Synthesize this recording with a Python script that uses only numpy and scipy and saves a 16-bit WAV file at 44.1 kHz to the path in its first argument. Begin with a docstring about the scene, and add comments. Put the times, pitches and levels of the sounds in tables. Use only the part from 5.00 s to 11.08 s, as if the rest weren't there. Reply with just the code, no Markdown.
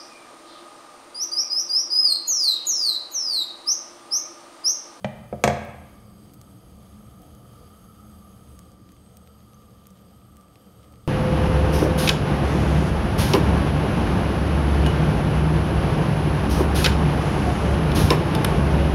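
"""A light tap on a worktop over a burner's rumble and hiss, then a wooden tool set down and dropped
with a bounce. Hard-walled kitchen, phone microphone close to a flatbread on an upturned pan.
The turbulent flame rumbles, the gas jet hisses through the burner tube, and blisters in the dough
tick as they burst; one squeaks. Past halfway the microphone turns away and the burner softens."""
import sys
import numpy as np
from scipy import signal
from scipy.fft import rfft, irfft
from scipy.io import wavfile
from scipy.ndimage import uniform_filter1d

SR = 44100
rng = np.random.default_rng(int(sys.argv[2]) if len(sys.argv) > 2 else 0)


def to_wav(sig):
    """Store sig (one row per channel, or 1-D mono) as 16-bit WAV at the path in sys.argv[1].

    Samples outside -1..1 are clipped; the rate is SR.
    """
    pcm = np.clip(np.atleast_2d(sig), -1, 1) * 32767
    pcm = np.round(pcm).astype(np.int16)
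    wavfile.write(sys.argv[1], SR, pcm.T)  # frames by channels


N = 267985
T = np.arange(N) / SR


def undb(db):
    return 10 ** (np.asarray(db) / 20)


def level(x, db):
    """Scale to an rms level."""
    return x * undb(db) / np.sqrt(np.mean(x ** 2))


def curve(rows):
    """Gain gliding through (t/s, level/dB) points."""
    return undb(np.interp(T, *np.transpose(rows)))


def mic_turn(facing_db, away_db, start_s=3.55, length_s=0.28):
    """Gain of a layer as the microphone turns away from the burner."""
    return curve([(start_s, facing_db), (start_s + length_s, away_db)])


def band(x, hz, width_hz):
    """Two-pole resonance, gain 1 at the centre."""
    return signal.lfilter(*signal.iirpeak(hz, hz / width_hz, fs=SR), x)


def flicker(depth_db, rate_hz):
    """Smoothly wandering gain with a spread of depth_db."""
    hold = int(SR / rate_hz)
    steps = np.repeat(rng.standard_normal(N // hold + 1), hold)
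    drift = uniform_filter1d(uniform_filter1d(steps, hold), hold)[:N]
    return undb(depth_db * drift / drift.std())


def coloured(spectrum):
    """Steady noise with the given spectrum, rms 1."""
    hz, db = np.transpose(spectrum)
    bins_hz = np.maximum(np.arange(N // 2 + 1) * SR / N, 1)
    gain = undb(np.interp(np.log(bins_hz), np.log(hz), db))
    return level(irfft(rfft(rng.standard_normal(N)) * gain, N), 0)


def resonant(modes, flicker_db, rate_hz):
    """Noise singing in each resonance, every one wavering alone."""
    out = 0
    for hz, width, db in modes:
        tone = band(band(rng.standard_normal(N), hz, width), hz, 2 * width)
        out += level(tone, db) * flicker(flicker_db, rate_hz)
    return out


# The flame's roar at close range: f/Hz, relative level/dB
ROAR_SPECTRUM = [(88, -39), (150, -4), (204, 1), (261, -12), (504, -9.5), (1030, -19.5), (1230, -15.5),
                 (1580, -31), (2500, -30), (3250, -100), (5500, -120)]
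# Air resonances of the kitchen and under the pan: f/Hz, width/Hz, relative level/dB
KITCHEN_MODES = [(45.6, 24, -6), (74.8, 17, -1), (115.6, 24, -1), (119.6, 30, -9), (187, 14.2, -3),
                 (210.5, 7.6, -3), (235.5, 18, -21.5)]
PAN_MODES = [(291, 54, 0), (489, 88, -3), (709, 134, -6), (1188.3, 39, -4), (1267, 82, -2.5)]
# Rumble at the microphone: t/s, level/dB
RUMBLE_LEVELS = [(1.0, -47.5), (1.13, -48.5), (2.67, -48), (2.8, -50.5), (3.69, -47), (3.87, -50.5),
                 (5.31, -51), (5.6, -55), (6.08, -49.5)]

def flame():
    """Turbulent burning drives a rumble in the kitchen air and a fluttering roar under the pan."""
    roar = coloured(ROAR_SPECTRUM) * flicker(depth_db=1, rate_hz=9)
    roar += undb(-5.5) * resonant(PAN_MODES, flicker_db=2.8, rate_hz=5.99)
    rumble = resonant(KITCHEN_MODES, flicker_db=0.85, rate_hz=3.99)
    return level(rumble, 0) * curve(RUMBLE_LEVELS) + level(roar, 3.66) * mic_turn(-57, -59.5)


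# The jet's hiss at close range: f/Hz, relative level/dB
HISS_SPECTRUM = [(880, -18), (1500, -3), (2480, -8.5), (3140, -0.5), (4050, -7.5), (5610, -9.5),
                 (7600, -10.5), (9000, -7.5), (12300, -14), (13500, -12), (15800, -14.5)]
# Burner tube resonances: f/Hz, width/Hz, relative level/dB
TUBE_MODES = [(3116, 150, -9), (4740, 400, -6.5), (8267, 150, -3), (9770, 280, -10), (11620, 280, -5),
              (11850, 56, -8.5)]
WHISTLE_MODE = [(6475, 84, 1.5)]
HIGH_WHISTLE_MODES = [(10570, 150, -3.5), (11270, 170, -6.5), (15300, 340, -12)]
# Gain on the narrow whistle: t/s, level/dB
WHISTLE_LEVELS = [(1.0, -77.5), (2.3, -76.5), (2.85, -74.5), (3.6, -75), (3.9, -80.5), (4.3, -76.5),
                  (5.2, -84), (6.08, -82)]

def gas_jet():
    """Gas hisses through the burner tube, whose whistles come and go with the microphone's place."""
    hiss = coloured(HISS_SPECTRUM) * flicker(depth_db=1, rate_hz=20)
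    hiss += undb(-2.5) * resonant(TUBE_MODES, flicker_db=2.1, rate_hz=7)
    whistle = resonant(WHISTLE_MODE, flicker_db=0.61, rate_hz=6) * curve(WHISTLE_LEVELS)
    high_whistles = resonant(HIGH_WHISTLE_MODES, flicker_db=1.4, rate_hz=4.86) * mic_turn(-68.5, -86)
    return level(hiss, 0) * mic_turn(-62.5, -64.5) + whistle + high_whistles


# The three bands of a blister's pop: f/Hz, width/Hz
POP_BANDS = [(2400, 4600), (6800, 8900), (13000, 10300)]
POP_SAMPLES = 600

def pop(bands_db, fizz_db=-19, fizz_ms=2.2):
    """One burst of steam: the skin snaps, then a short fizz."""
    puff = undb(fizz_db) * rng.standard_normal(POP_SAMPLES) * np.exp(-T[:POP_SAMPLES] * 1000 / fizz_ms)
    puff[0] = 1  # the snap
    parts = [band(band(puff, hz, width), hz, width) for hz, width in POP_BANDS]
    return sum(undb(db) * part / np.abs(part).max() for db, part in zip(bands_db, parts))


# Blisters bursting near the microphone: t/s, level/dB before band weighting, size/mm
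BURSTS = [(0.6497, -35, 1.1), (1.3364, -36, 1.4), (1.342, -35, 1), (1.4145, -31.5, 2), (1.7694, -45, 2.2),
          (2.2193, -35, 0.85), (2.35, -40, 1.9), (3.5915, -30, 1.9), (3.718, -42, 1.9), (3.92, -41, 1.8),
          (4.1706, -30, 1.2), (4.2743, -40, 5.3), (4.534, -39, 3.7), (4.856, -43, 5), (4.8695, -30.5, 0.92),
          (4.9083, -43, 1.9), (5.255, -53, 1.8), (5.369, -34.5, 1.5), (5.4107, -41, 1.7),
          (5.557, -38.5, 4.9), (5.844, -44, 4.5), (5.9242, -41, 1.5)]

def dough(hz_at_1mm=13000, sizzle_pops=340):
    """Clear blisters, small ones bright and large ones dull, over a thin random sizzle."""
    times, levels, size_mm = np.transpose(BURSTS)
    # Pitch goes as 1 / size; a band loses 6 dB for each octave it lies from that pitch.
    octaves = np.log2(np.outer(size_mm, np.array(POP_BANDS)[:, 0]) / hz_at_1mm)
    clear = np.column_stack([times, levels, -6 * np.abs(octaves)])
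    sizzle_times = rng.random(sizzle_pops) * T[-1]
    sizzle_db = -57 + 2.5 * rng.standard_normal(sizzle_pops)
    colour_db = [-5, -5, -8] + 6 * rng.standard_normal((sizzle_pops, 3))
    sizzle = np.column_stack([sizzle_times, sizzle_db, colour_db])
    out = np.zeros(N + POP_SAMPLES)
    for start_s, db, *bands_db in [*clear, *sizzle]:
        at = int(start_s * SR)
        out[at:at + POP_SAMPLES] += undb(db) * pop(bands_db)
    return out[:N]


def steam_squeak(start_s=4.543, hz=6290, t60=0.022):
    """Steam escaping from one blister gives a short narrow ring."""
    t = np.maximum(T - start_s, 0)
    envelope = 1000. ** (-t / t60) * (1 - np.exp(-t / 0.00089))
    return undb(-47) * np.sin(2 * np.pi * hz * t) * envelope


# Dense small modes too short to ring: f/Hz, relative level/dB
CRACK_SPECTRUM = [(200, -14), (500, 2), (1000, 0.5), (2200, 0), (3000, -7.5), (4100, -8), (4600, -9.5),
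                  (6900, -5.5), (7500, -12.5), (8300, -7.5), (9500, -27), (11800, -14), (16000, -31)]

def strike(blows, modes_hz, rings, swell_cycles=0.63, crack_ms=8, tick_ms=1.8):
    """Each blow is a half-sine push on the modes, plus a short crack; a longer contact is duller."""
    t, out = T[:SR], np.zeros(N + 2 * SR)
    crack_noise = coloured(CRACK_SPECTRUM)
    crack_decay = 1.04 * np.exp(-t * 1000 / crack_ms) + np.exp(-t * 1000 / tick_ms)
    for start_s, body_db, contact_ms, crack_db in blows:
        at, body = int(start_s * SR), 0
        for hz, (mode_db, t60) in zip(modes_hz, rings):
            gain, detune = undb(mode_db + rng.normal()), rng.normal(1, 0.003)
            swell = 1 - np.exp(-t * hz / swell_cycles)  # slow bending waves: low modes swell late
            body += gain * np.sin(2 * np.pi * hz * detune * t) * 1000. ** (-t / t60) * swell
        response = undb(body_db) * body + undb(crack_db) * crack_noise[at:at + SR] * crack_decay
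        contact_samples = contact_ms * SR / 1000
        push = np.sin(np.pi * np.arange(0.5, contact_samples) / contact_samples)
        out[at:at + SR] += np.convolve(response, push / push.sum())[:SR]
    return out[:N]


# Blows on the worktop: t/s, body gain/dB, contact/ms, crack gain/dB
TAP_BLOWS = [(.0452, -16.5, 0.13, -34)]
TOOL_BLOWS = [(.3268, -20.5, 0.81, -25), (.4388, -11.5, 0.038, -17), (.4475, -21, 0.43, -18),
              (.4765, -14.5, 0.083, -23.5), (.499, -21.5, 0.17, -31), (.519, -29, 0.34, -53)]
# The modes they excite: f/Hz
TAP_MODES = [131, 201, 579, 621, 714, 820, 1330, 1570, 1990, 2350, 3050]
TOOL_MODES = [81, 132, 212, 357, 431, 532, 592, 696, 779, 1290, 1625, 1830, 2190, 2270, 3350]
# Ring of each mode: relative level/dB, t60/s
TAP_RINGS = [(-5.5, 0.17), (0, 0.11), (1, 0.041), (-4, 0.086), (0.5, 0.036), (-19, 0.28), (-12.5, 0.036),
             (-18, 0.039), (-1, 0.011), (-7.5, 0.028), (-9.5, 0.018)]
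TOOL_RINGS = [(-18, 0.69), (-7, 0.16), (-1, 0.082), (-14.5, 0.15), (-13, 0.085), (7.5, 0.034), (-0.5, 0.09),
              (3.5, 0.063), (-9, 0.046), (-35, 0.0075), (-7.5, 0.03), (-15, 0.057), (-7, 0.036),
              (-12.5, 0.045), (-9, 0.016)]

def worktop():
    """Something light taps the worktop, then a wooden tool is set down, drops and bounces."""
    return strike(TAP_BLOWS, TAP_MODES, TAP_RINGS) + strike(TOOL_BLOWS, TOOL_MODES, TOOL_RINGS)


# Decay of the kitchen's echoes: f/Hz, t60/s
KITCHEN_DECAY = [(125, 1), (500, 0.48), (800, 0.96), (2000, 0.96), (4000, 0.65), (7000, 0.27),
                 (14000, 0.42)]

def kitchen(direct, echo_db=-9.5):
    """Direct sound plus dense echoes off tiled walls, dying faster in the treble."""
    t, tail = T[:SR], 0
    hz, t60 = np.transpose(KITCHEN_DECAY)
    for centre in 63 * 2 ** np.arange(0, 8.1, 1 / 3):  # third octaves
        band_t60 = np.interp(np.log(centre), np.log(hz), t60)
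        tail += band(rng.standard_normal(SR), centre, centre / 3) * 1000. ** (-t / band_t60)
    tail *= 1 - np.exp(-t / 0.0009)  # echoes build over the first moments
    tail /= np.sqrt(np.sum(tail ** 2))
    return direct + undb(echo_db) * signal.fftconvolve(direct, tail)[:N]


def scene():
    """Mono, close to the pan: burner and dough heard direct, the knocks with the kitchen's echo."""
    burner = flame() + gas_jet()
    knocks = worktop()
    return (burner + dough() + steam_squeak() + kitchen(knocks))[None]


def record(dry, low_cut_hz=38.7, high_cut_hz=15700):
    """The phone thins the deep bass and cuts the top."""
    thin = signal.sosfilt(signal.butter(2, low_cut_hz, "high", fs=SR, output="sos"), dry)
    return signal.sosfilt(signal.ellip(10, 0.2, 75, high_cut_hz, fs=SR, output="sos"), thin)


dry = scene()
out = record(dry)
to_wav(out)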